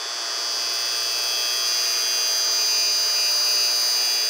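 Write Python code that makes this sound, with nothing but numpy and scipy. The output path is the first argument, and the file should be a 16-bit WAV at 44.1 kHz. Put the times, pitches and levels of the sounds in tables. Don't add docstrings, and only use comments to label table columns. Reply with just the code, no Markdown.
import sys
import numpy as np
from scipy import signal
from scipy.fft import rfft, irfft
from scipy.io import wavfile
from scipy.ndimage import uniform_filter1d

SR = 44100
rng = np.random.default_rng(int(sys.argv[2]) if len(sys.argv) > 2 else 0)


def level_to_linear(level):
    exponent = np.asarray(level, float) / 20
    return 10 ** exponent


def digitize_waveform(pressure):
    field = np.atleast_2d(pressure).T
    bounded = np.clip(field, -1, 1)
    quanta = np.round(bounded * 32767).astype(np.int16)
    wavfile.write(sys.argv[1], SR, quanta)


N = 189189

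TICK_HZ, FIRST_TICK_S = 120.004, 232 / 44100
LET_GO_S = 1.68


def curve(s, values):
    return np.interp(np.arange(N) / SR, s, values)


def walk(rate_hz):
    hold = int(SR / rate_hz)
    steps = np.repeat(rng.standard_normal(N // hold + 1), hold)
    return 1.384 * uniform_filter1d(uniform_filter1d(steps, hold), hold)[:N]


def causal(db):
    cepstrum = irfft(db * np.log(10) / 20)
    cepstrum[len(db) - 1:] = 0
    return 2 * rfft(cepstrum).imag


def ticks(late, jitter_us, scatter_db):
    count = int(N / SR * TICK_HZ) + 1
    chance = rng.standard_normal((count, 2))
    tick_s = FIRST_TICK_S + (np.arange(count) + late) / TICK_HZ + 1e-6 * jitter_us * chance[:, 0]
    at = SR * tick_s
    index = at.astype(int)[:, None] + np.arange(-8, 9)
    gap = index - at[:, None]
    click = np.sinc(gap) * np.cos(np.pi * gap / 18) ** 2
    out = np.zeros(N + SR)
    np.add.at(out, index, level_to_linear(scatter_db * chance[:, 1:]) * click)
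    return out[:N]


def ring(force, hz, width_hz):
    pole = np.exp((2j * np.pi * hz - np.pi * width_hz) / SR)
    return 2 * (1 - abs(pole)) ** 2 * signal.lfilter([1], [1, -2 * pole, pole ** 2], force)


BOUNCE_HZ = (1200, 2040, 2520, 2640, 2760, 2880, 3480, 4680, 4920)


def sing(force, modes, gains, width_hz):
    in_step_hz, bounce_lag = 3650, 0.37
    order = np.round(np.array(modes)[:, 0] / TICK_HZ).astype(int)
    mean_db = np.array(modes)[:, 1:].mean(axis=1)
    db = np.interp(np.arange(int(SR / 2 / TICK_HZ) + 1), order, mean_db)
    lead = np.where(order * TICK_HZ < in_step_hz, np.pi, causal(db)[order])
    bounced = np.isin(order, np.round(np.array(BOUNCE_HZ) / TICK_HZ))
    lead = lead - 2 * np.pi * bounce_lag * bounced
    force = np.r_[np.tile(force[:SR // 60], 3), force]
    sound = 0
    for k, phase, gain in zip(order, lead, gains):
        mode = ring(force, k * TICK_HZ, width_hz)[-N:]
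        sound = sound + gain * (mode * np.exp(1j * phase)).imag
    return sound * SR / TICK_HZ / np.sqrt(2)


# (frequency [Hz], held by hand [dB], let go [dB], hot [dB])
BASE = [(3720, -53.0, -54.0, -56.0), (3840, -55.0, -50.0, -48.0), (3960, -47.0, -45.0, -43.0),
        (4080, -52.0, -59.0, -55.0), (4200, -50.0, -46.0, -45.0), (4320, -54.0, -51.0, -51.0),
        (4440, -41.0, -42.0, -44.0), (4560, -35.0, -40.0, -35.0), (4680, -35.0, -36.0, -35.0),
        (4800, -31.0, -26.0, -24.0), (4920, -38.0, -38.0, -33.0), (5040, -35.0, -35.0, -32.0),
        (5160, -39.0, -42.0, -42.0), (5280, -36.0, -41.0, -51.0), (5400, -42.0, -41.0, -43.0),
        (5520, -49.0, -45.0, -47.0), (5640, -45.0, -50.0, -52.0), (5760, -39.0, -40.0, -41.0),
        (5880, -53.0, -53.0, -49.0), (6000, -43.0, -40.0, -43.0), (6120, -35.0, -31.0, -31.0),
        (6240, -39.0, -36.0, -44.0), (6360, -48.0, -41.0, -40.0), (6480, -51.0, -49.0, -44.0),
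        (6600, -51.0, -57.0, -60.0), (6720, -61.0, -55.0, -52.0), (6840, -48.0, -46.0, -47.0),
        (6960, -62.0, -54.0, -46.0), (7080, -52.0, -52.0, -53.0), (7200, -58.0, -52.0, -53.0)]
STAGE_S = (1.2, 2.2, 3.6)
# (time [s], level [dB])
POWER = [(0.0, -31.5), (0.54, -25.5), (1.64, -24), (1.67, -22), (2.05, -23), (2.77, -20.5), (3.12, -21.5),
         (3.64, -20), (3.7, -21.5), (3.89, -21), (4.29, -22.5)]


def base():
    gains = [level_to_linear(curve(STAGE_S, row[1:]) + 0.9 * walk(2.5)) for row in BASE]
    sound = sing(ticks(0, jitter_us=4.0, scatter_db=0.2), BASE, gains, width_hz=50)
    return sound * level_to_linear(curve(*np.transpose(POWER))) / np.sqrt(sum(g ** 2 for g in gains))


# (frequency [Hz], held by hand [dB], let go [dB], warm [dB], hot [dB])
COIL = [(480, -59.5, -53, -57.5, -55.5), (600, -48, -49, -49.5, -48.5), (1080, -48, -51, -73, -54.5),
        (1200, -48, -45, -52.5, -50), (1320, -57.5, -79, -64, -55), (1560, -50, -52, -57, -56),
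        (1800, -62, -62, -89, -79), (1920, -55.5, -48, -59.5, -50), (2040, -50.5, -62, -55, -55),
        (2160, -85, -51, -53, -60), (2280, -76, -62, -71, -62)]
# (frequency [Hz], held by hand [dB], let go [dB], warm [dB], hot [dB])
WALL = [(2880, -62, -60, -50, -48), (3000, -46, -54, -47, -57), (3360, -44, -50, -61, -45),
        (3480, -44, -50, -61, -51), (3600, -62, -62, -53, -54)]
COIL_S = (.6, 1.7, 3.0, 4.15)


def glass():
    rise_db = curve((0, 0.6), (-2.5, 0))
    gains = [level_to_linear(curve(COIL_S, row[1:]) + rise_db + 1.8 * walk(4.0)) for row in COIL + WALL]
    return sing(ticks(0, jitter_us=4.0, scatter_db=0.6), COIL + WALL, gains, width_hz=35)


def contact(modes, share, width_hz, jitter_us):
    held = curve((LET_GO_S - 0.01, LET_GO_S), (1, 0))
    gains = []
    for row in modes:
        rest_db = held * row[1] + (1 - held) * row[-2]
        gains.append(level_to_linear(rest_db + (row[-1] - rest_db) * share + 1.2 * walk(9.0)))
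    return sing(ticks(0, jitter_us, scatter_db=-0.6), modes, gains, width_hz)


# (touches [s], lets go [s], contact share [0-1], share of rocking stopped [0-1])
TOUCH = [(1.676, 1.717, 0.6, 0.5), (1.719, 1.786, 0.4, 0.12), (1.79, 1.829, 0.6, .5),
         (1.83, 1.84, 0.4, 0.2), (1.853, 1.936, 0.63, 0.55), (1.947, 1.965, 0.8, 0.3),
         (1.98, 2.016, 0.6, 0.6), (2.044, 2.296, 0.53, 0), (2.588, 2.636, 0.7, .7),
         (2.684, 2.913, 0.68, 0.7), (3.158, 3.302, 0.73, .8), (3.456, 3.534, 0.7, .8),
         (3.564, 3.70, 0.68, 0.7), (3.96, 4.408, 0.53, .8)]


def touching(column):
    t = np.arange(N) / SR
    share = sum(row[column] * ((t >= row[0]) & (t < row[1])) for row in TOUCH)
    return uniform_filter1d(share, size=300)


# (frequency [Hz], settled [dB], rocking [dB])
ROCK = [(3120, -58.0, -44.0), (3240, -53.0, -35.0), (3360, -55.0, -38.0)]
# (time [s], share [0-1])
ROCKING = [
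    (0, 0.3),
    (1.2, 0.65),
    (1.3, .95),
    (1.67, 1.03),
    (2.1, 0.87),
    (3.25, 0.03),
]


def rocking():
    free = 1 - uniform_filter1d(touching(-1), size=500)
    return contact(ROCK, curve(*np.transpose(ROCKING)) * free, width_hz=23, jitter_us=2.8)


# (frequency [Hz], held by hand [dB], free [dB], touching [dB])
LOOSE = [(2400, -48, -47, -45), (2520, -46, -53, -41), (2640, -43, -55, -40), (2760, -49, -49, -41),
         (2880, -65, -58, -45)]


def loose_joint():
    level_db = curve((0, 0.57, 0.59, 1.3), (-6, -7, -2, 2))
    return level_to_linear(level_db) * contact(LOOSE, touching(2), width_hz=25, jitter_us=6.0)


# (start [dB], fully awake [dB])
RIM_DB = [(-63, -40), (-69, -42.5), (-67, -39)]
# (time [s], length [s], depth [dB])
SLACK = [
    (1.63, 0.046, 4),
    (1.757, 0.024, 4),
    (1.828, 0.05, 0),
    (1.95, 0.023, 4),
    (2.12, 0.12, 2),
    (2.25, .04, 3),
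    (2.488, 0.13, 5),
    (2.89, 0.027, 8),
    (3.1, 0.22, 2.5),
]
SLACK_SHARE = (0.82, 1.1, .2)


def rim_levels():
    t = np.arange(N) / SR
    slack_db = sum(db * np.clip(1 - abs(t - s) / length, 0, 1) for s, length, db in SLACK)
    wake_s = 0.5
    asleep = np.exp(-(t / wake_s) ** 0.93)
    levels_db = []
    for (start_db, full_db), share in zip(RIM_DB, SLACK_SHARE):
        levels_db.append(full_db + (start_db - full_db) * asleep - share * slack_db)
    return levels_db


def jingle(modes, db, first, second, second_db, sizzle_db, hiss_db):
    force = first + level_to_linear(second_db) * second
    sizzle_s = 0.0031
    burst = signal.lfilter([1], [1, -np.exp(-1 / (sizzle_s * SR))], abs(force))
    force = force + (level_to_linear(sizzle_db) * burst + level_to_linear(hiss_db)) * rng.standard_normal(N)
    hz = np.fft.rfftfreq(N + N % 2, 1 / SR)
    power = 0
    for mode_hz, width_hz, gain_db in modes:
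        power = power + level_to_linear(2 * gain_db) / (1 + (2 * (hz - mode_hz) / (1.94 * width_hz)) ** 2) ** 2
    response = np.sqrt(power) * np.exp(1j * causal(10 * np.log10(power)))
    sound = irfft(rfft(force, N + N % 2) * response)[:N]
    return level_to_linear(db) * sound / np.std(sound)


# (frequency [Hz], width [Hz], level [dB])
INNER_COOL = [(9290, 90, 2), (8890, 90, 8), (9000, 80, 3), (10070, 180, 0), (9760, 200, -4.5),
              (7860, 500, -8.5), (8350, 500, -12.5)]
# (frequency [Hz], width [Hz], level [dB])
INNER_HOT = [(9120, 90, 10), (8760, 150, 3), (8000, 1200, -10), (7400, 300, -12), (9800, 510, -13),
             (9650, 150, -7)]
# (frequency [Hz], width [Hz], level [dB])
OUTER = [(11720, 88, 12), (11800, 90, -22), (11200, 960, -1), (12350, 300, -19), (13300, 1000, -4.5)]
# (frequency [Hz], width [Hz], level [dB])
EDGE = [(14380, 220, -2), (15200, 250, 0), (15500, 150, -4), (14800, 400, -11), (13800, 500, -13)]


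def rim():
    inner_db, outer_db, edge_db = rim_levels()
    hot = curve((2.2, 2.9), (0, 1))
    taps = ticks(0.0149, jitter_us=2.0, scatter_db=1.3), ticks(0.449, jitter_us=2.7, scatter_db=1.8)
    cool_part = jingle(INNER_COOL, inner_db + 0.3, *taps, second_db=-3.5, sizzle_db=-36, hiss_db=-44)
    hot_part = jingle(INNER_HOT, inner_db + 0.6, *taps, second_db=-12, sizzle_db=-39, hiss_db=-45)
    outer = jingle(OUTER, outer_db + 0.41, *taps, second_db=-7, sizzle_db=-30, hiss_db=-40)
    edge = jingle(EDGE, edge_db + 0.1, *taps, second_db=-3, sizzle_db=-18, hiss_db=-28)
    return (1 - hot) * cool_part + hot * hot_part + outer + edge


# (frequency [Hz], density [dB per Hz])
AIR = [(40, -103), (130, -102), (250, -86.5), (440, -68), (510, -76.5), (700, -71.5), (940, -70),
       (1060, -71), (1400, -69), (1750, -68.5), (2200, -75.5), (3600, -76.5), (7500, -79), (13500, -93)]
# (frequency [Hz], level [dB rms])
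HUM = [(343.7, -56), (682, -47), (439, -56.5), (1435, -54.5)]


def fan():
    hz = np.maximum(np.fft.rfftfreq(N, 1 / SR), 1)
    air_hz, air_db = np.transpose(AIR)
    colour = level_to_linear(np.interp(np.log(hz), np.log(air_hz), air_db)) * np.sqrt(SR / 2)
    air = 0
    for centre_octave in np.arange(14, 43) / 3:
        share = np.clip(1 - 3 * abs(np.log2(hz) - centre_octave), 0, 1)
        band = irfft(rfft(rng.standard_normal(N)) * colour * np.sqrt(share), N)
        air = air + level_to_linear(1.2 * walk(6.04)) * band
    tones = 0
    for tone_hz, db in HUM:
        phase = 2 * np.pi * np.cumsum(tone_hz * (1 + 0.001964 * walk(7.0))) / SR
        tones = tones + np.sqrt(2) * level_to_linear(db + 0.42 * walk(4.98)) * np.sin(phase)
    return air + tones


def knocks():
    force = np.zeros(N + SR)
    force[(np.array(TOUCH)[:, :2].ravel() * SR).astype(int)] = 1
    return level_to_linear(6.0) * ring(force[:N], 2460, 90).imag


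def scene():
    pan = base() + glass() + rocking() + loose_joint() + rim() + knocks()
    return (pan + fan())[None]


def band_limit(x):
    return signal.sosfilt(signal.butter(12, 16790, fs=SR, output="sos"), x)


def record(dry):
    top_hz = 15715
    steep = signal.ellip(12, 0.2, 35, top_hz, fs=SR, output="sos")
    return band_limit(signal.sosfiltfilt(steep, dry))


dry = scene()
out = record(dry)
digitize_waveform(out)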